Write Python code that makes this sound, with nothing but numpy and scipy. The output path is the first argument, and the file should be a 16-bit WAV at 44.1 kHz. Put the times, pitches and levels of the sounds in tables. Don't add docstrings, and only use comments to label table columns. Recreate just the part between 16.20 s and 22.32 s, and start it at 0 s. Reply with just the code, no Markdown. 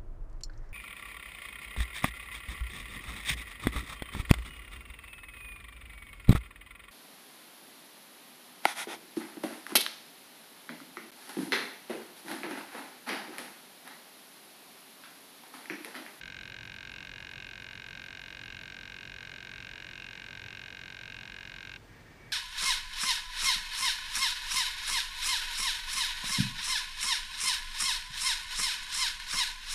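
import sys
import numpy as np
from scipy import signal
from scipy.fft import rfft, irfft
from scipy.io import wavfile
from scipy.ndimage import uniform_filter1d

SR = 44100
rng = np.random.default_rng(int(sys.argv[2]) if len(sys.argv) > 2 else 0)


def unload_audio(sound):
    columns = np.transpose(np.atleast_2d(sound))
    steps = np.round(np.clip(columns, -1, 1) * 32767)
    wavfile.write(sys.argv[1], SR, steps.astype(np.int16))


def nominal_scale(level):
    x = np.asarray(level, float) / 20
    return 10 ** x


N = 269892
T = np.arange(N) / SR

# (frequency [Hz], width [Hz], peak level [dB], arrival delay [ms])
HULL_MODES = [(923, 74, -63.6, 2.07), (1091, 302, -52.9, 1.357), (1207, 136, -63.6, 1.135),
              (1394, 64, -66.5, 1.887), (1554, 179, -51.3, 1.786), (1575, 98, -47.5, 1.268),
              (1647, 144, -48.0, 1.333), (1845, 43, -62.6, 1.561), (2101, 118, -50.3, 1.631),
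              (2199, 83, -54.8, 1.326), (2327, 88, -54.4, 1.446), (2502, 128, -45.1, 1.506),
              (2894, 131, -48.3, 1.498)]
# (per roll [Hz], per roll [dB], per pitch [Hz], per pitch [dB])
HULL_SHIFTS = [(-1, -1.3, 1, .1), (0, .1, 12, .9), (4, -.2, 0, 1.3), (-4, -.7, 4, -.9), (-8, .5, 17, -.9),
               (2, -.6, -4, -1.5), (-6, -1, -6, 2.4), (0, .1, 0, -.2), (2, -.4, 1, .1), (-1, .9, 3, -.2),
               (5, .2, 2, -1.1), (4, .8, 1, .2), (4, -.4, -2, .3)]
# (frequency [Hz], width [Hz], peak level [dB], arrival delay [ms])
CASE_MODES = [(3075, 134, -54.3, 1.465), (3280, 151, -54.6, 1.55), (3609, 119, -55.6, 1.432),
              (3812, 188, -47.9, 1.578), (4162, 146, -55.2, 1.504), (4495, 195, -56.2, 1.581),
              (4870, 308, -57.1, 1.551), (5617, 188, -62.8, 1.854), (5495, 229, -56.9, 1.66),
              (6098, 280, -61.9, 1.65), (6729, 421, -52.9, 1.51), (6824, 360, -55.0, 1.443),
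              (7562, 364, -67.8, 1.547), (8265, 679, -70.9, 1.666)]
# (per roll [Hz], per roll [dB], per pitch [Hz], per pitch [dB])
CASE_SHIFT = (-5, .3, 1.5, -.1)
# (frequency [Hz], width [Hz], peak level [dB],
# arrival delay [ms], per roll [Hz], per roll [dB], per pitch [Hz], per pitch [dB], share of a roll back [ratio])
WATERLINE_PANEL = (2634, 95, -66.5, 1, 7, 7.5, -1.5, 0.5, 0.37)
KEEL_PANEL = (2770, 87, -56.5, 1.4, -3, 4.2, 6, .5, -0.5)
SNAP_PULSES = [1, 3, 7, 9, 15, 101, 105, 107, 137, 141]
# (crest time [s], height [relative], fall after it [relative])
ROLLS = [(-.3, .3, .6), (.19, .4, .45), (.77, 1.4, 1.7), (1.22, 1.24, 1.1), (1.76, 0.58, 0.84),
         (2.33, 1.3, .85), (2.8, 0.9, .4), (3.41, 1.25, 1.4), (3.8, 1.6, 1.2), (4.32, 1.33, 0.88),
         (4.93, 1.2, 1.1), (5.53, 1.3, 1.0), (6.1, 1.0, 1.0)]
# (time [s], pitch [relative])
NODS = [(.12, -0.8), (.4, 0.2), (.66, -1), (.98, 1.2), (1.2, 1), (1.33, -.5), (1.55, 0.4), (1.8, -1.3),
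        (2.26, 1.75), (2.54, -1.55), (2.88, 1.1), (3.36, -1.5), (3.55, 1.2), (3.87, 1.5), (4.17, -0.8),
        (4.45, 0.7), (4.8, -1.5), (4.96, 1.5), (5.19, 1.7), (5.46, -1.65)]
# (frequency [Hz], width [Hz], level [dB])
LAP_RINGS = [(1690, 80, -4), (1820, 70, -2.5), (2050, 90, -6.5), (2280, 60, -3.5), (2720, 60, -12),
             (3600, 250, -14)]
# (time [s], peak level [dB], half length [s], frequency of the part struck [Hz])
SLOSHES = [
    (.2, -67, .3, 2400),
    (1.14, -68, .09, 2300),
    (1.58, -69, .2, 2400),
    (3.38, -63, .2, 2400),
    (3.7, -63, .08, 2200),
    (3.98, -55, 0.04, 2250),
    (4.28, -59, 0.055, 2100),
    (5.737, -61, .05, 1750),
    (5.89, -61, 0.066, 1850),
    (6.1, -58, .07, 2030),
]
# (frequency [Hz], width [Hz], level [dB])
THUDS = [(42.2, 11, -61.5), (113, 26.4, -61)]
# (frequency [Hz], density [dB per Hz])
HISS_SPECTRUM = [(12, -48), (20, -20), (70, -7), (118, -3.5), (168, -6.5), (350, -11), (600, -14.5),
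                 (1000, -17.5), (1500, -18.5), (2500, -22), (5000, -28), (8000, -35), (12500, -40.5),
                 (15000, -49)]
# (frequency [Hz], level [dB rms])
WHINES = [(5852, -88), (8781, -85), (11718, -87), (14625, -81)]
# (start time [s], peak level [dB])
RASPS = [(0.0443, -62), (0.2114, -62), (0.2698, -63), (0.4324, -62), (0.5312, -62), (0.6973, -62),
         (0.8335, -65), (0.9877, -63), (1.0994, -63), (1.2645, -64), (1.3997, -63), (1.5105, -63),
         (1.6656, -63), (1.8322, -62), (1.9934, -62), (2.0707, -63), (2.2328, -63), (2.4099, -63)]
# (frequency [Hz], width [Hz], level [dB])
WINGS = [(10570, 1500, 1), (12800, 1300, -2)]
# (low edge [Hz], high edge [Hz])
THIN_BANDS = [(12900, 13350), (13350, 13800), (13800, 14300)]


def level(x, db):
    return x * nominal_scale(db) / np.sqrt(np.mean(x ** 2))


def ring(x, hz, width):
    return signal.lfilter(*signal.iirpeak(hz, hz / width, SR), x)


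def walk(rate, size):
    hold = int(SR / rate)
    steps = rng.standard_normal((size, N // hold + 1))
    held = np.repeat(steps, hold, axis=1)[:, :N]
    return 1.3 * uniform_filter1d(uniform_filter1d(held, hold), hold)


def bump(t, centre, half_width):
    return np.exp(-.5 * ((t - centre) / half_width) ** 2)


def rocking(t):
    crest_s, height, fall = np.transpose(ROLLS)
    turn = np.interp(t, crest_s, np.arange(len(crest_s)))
    swing = np.cos(2 * np.pi * turn)
    nearest, previous = np.round(turn).astype(int), turn.astype(int)
    roll = swing * np.where(swing > 0, height[nearest], fall[previous])
    nod_s = 0.078
    pitch = sum(size * bump(t, at, nod_s) for at, size in NODS)
    return roll, pitch


def lapping(struck_hz):
    calm_db, reach_hz = -74, 600
    loudness = nominal_scale(calm_db)
    for s, db, half_s, slosh_hz in SLOSHES:
        loudness = loudness + nominal_scale(db) * bump(T, s, half_s) * bump(struck_hz, slosh_hz, reach_hz)
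    return loudness


def water():
    flicker_db = 1.5 * walk(14, size=len(LAP_RINGS))
    drop_db = np.minimum(2.5 * rng.exponential(size=N), 14)
    drops = rng.standard_normal(N) * nominal_scale(drop_db)
    out = np.zeros(N)
    for (hz, width, db), flicker in zip(LAP_RINGS, flicker_db):
        tone = level(ring(ring(drops, hz, width), hz, 3 * width), -2.4)
        out += lapping(hz) * nominal_scale(db + flicker) * tone
    for hz, width, db in THUDS:
        out += level(ring(rng.standard_normal(N), hz, width), db)
    return out


def background():
    hz, db = np.transpose(HISS_SPECTRUM)
    bins = np.maximum(np.arange(N // 2 + 1) * SR / N, 1)
    shape = nominal_scale(np.interp(np.log(bins), np.log(hz), db))
    hiss = irfft(rfft(rng.standard_normal(N)) * shape, N)
    flutter = 1 + 0.13 * walk(148, size=1)[0]
    whines = sum(np.sqrt(2) * nominal_scale(db) * np.sin(2 * np.pi * f * T) for f, db in WHINES)
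    return level(hiss, -56) + whines * flutter


def picture_comb():
    hz, db = WHINES[-1]
    picture_hz, skirt_hz, skirt_db = 30, 450, -88
    lines = np.zeros(N)
    for k in range(-6, 9):
        if k == 0:
            continue
        side_db = db - 11 - 4 * (abs(k) - 1) - 5 * (k < 0)
        turns = (hz + k * picture_hz) * T + rng.random()
        lines += np.sqrt(2) * nominal_scale(side_db) * np.sin(2 * np.pi * turns)
    fuzz = ring(ring(rng.standard_normal(N), hz, skirt_hz), hz, skirt_hz)
    return lines + level(fuzz, skirt_db)


def servo():
    pulses, first_tick, pulse_ticks = 253, 104.0, 225.5247
    tick_s = 4.30494 / 44100
    timing, strength = rng.standard_normal((2, pulses))
    start = np.round(first_tick + pulse_ticks * np.arange(pulses)) * tick_s
    start = start + .004 / 1000 * timing
    at = (start * SR).astype(int)
    roll, pitch = rocking(start)
    roll, pitch = 1.45 * roll, 1.4 * pitch

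    modes = [mode + shift + (.3,) for mode, shift in zip(HULL_MODES, HULL_SHIFTS)]
    modes += [mode + CASE_SHIFT + (.3,) for mode in CASE_MODES]
    modes += [WATERLINE_PANEL, KEEL_PANEL]
    step = np.arange(1300)
    knocks = np.zeros((pulses, len(step)))
    for hz, width, db, arrive_ms, roll_hz, roll_db, pitch_hz, pitch_db, back in modes:
        freed = np.maximum(roll, back * roll)
        wander = uniform_filter1d(rng.standard_normal((2, pulses)), size=5) * np.sqrt(5)
        now_hz = hz + roll_hz * roll + pitch_hz * pitch + 2.0 * wander[0]
        now_db = db + roll_db * freed + pitch_db * pitch + .4 * wander[1]
        since = (at[:, None] + step) / SR - start[:, None] - arrive_ms / 1000
        since = np.maximum(since, 0)
        fade = np.pi * width * since
        swell = fade * np.exp(1 - fade)
        knocks -= nominal_scale(now_db)[:, None] * swell * np.sin(2 * np.pi * now_hz[:, None] * since)
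    knocks *= nominal_scale(0.2 + .2 * strength)[:, None]
    out = np.zeros(N + len(step))
    np.add.at(out, at[:, None] + step, knocks)

    snap_lead_ms, snap_db = 1.12, -5
    struck = knocks[SNAP_PULSES]
    thin = struck - .75 * ring(struck, 1850, 900)
    early = at[SNAP_PULSES] - int(snap_lead_ms / 1000 * SR)
    np.add.at(out, early[:, None] + step, -nominal_scale(snap_db) * thin)
    return out[:N]


def insect():
    rasp_s, teeth_hz = 0.037, 167.4
    teeth = np.zeros(N)
    for s, db in RASPS:
        tooth = np.arange(0, rasp_s * teeth_hz) + .15 * rng.random()
        times = s + tooth / teeth_hz
        teeth[(times * SR).astype(int)] = nominal_scale(db + 1.5 * rng.standard_normal(len(times)))
    scrape = signal.lfilter([1], [1, -.99], teeth)
    scrape = scrape * np.sign(rng.standard_normal(N))
    wings = sum(nominal_scale(db) * ring(ring(scrape, hz, w), hz, w) for hz, w, db in WINGS)
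    return nominal_scale(5.5) * wings


def scene():
    return (water() + background() + picture_comb() + servo() + insect())[None, :]


def block_power(x):
    return uniform_filter1d(x ** 2, size=1200)[::512]


def thin_treble(x):
    mask_db, over_db, cut_db = -55, .8, -26
    spectrum = rfft(x)
    bins = np.arange(N // 2 + 1) * SR / N

    def band(lo, hi):
        return irfft(spectrum * ((bins >= lo) & (bins < hi)), N)

    busy = block_power(band(1200, 5000)) > nominal_scale(2 * mask_db)
    out = x.copy()
    for lo, hi in THIN_BANDS:
        part = band(lo, hi)
        power = block_power(part)
        dropped = busy & (power < np.median(power) * nominal_scale(2 * over_db))
        muted = uniform_filter1d(np.repeat(1. * dropped, 512)[:N], size=128)
        out -= (1 - nominal_scale(cut_db)) * part * muted
    return out


def roll_off(x):
    return signal.sosfilt(signal.butter(12, 15270, fs=SR, output="sos"), x)


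def record(dry):
    low_pass = signal.ellip(8, .2, 60, 14950, fs=SR, output="sos")
    top_cut = signal.sosfilt(low_pass, dry[0])
    mix = thin_treble(top_cut)[None, :]
    return roll_off(mix)


dry = scene()
out = record(dry)
unload_audio(out)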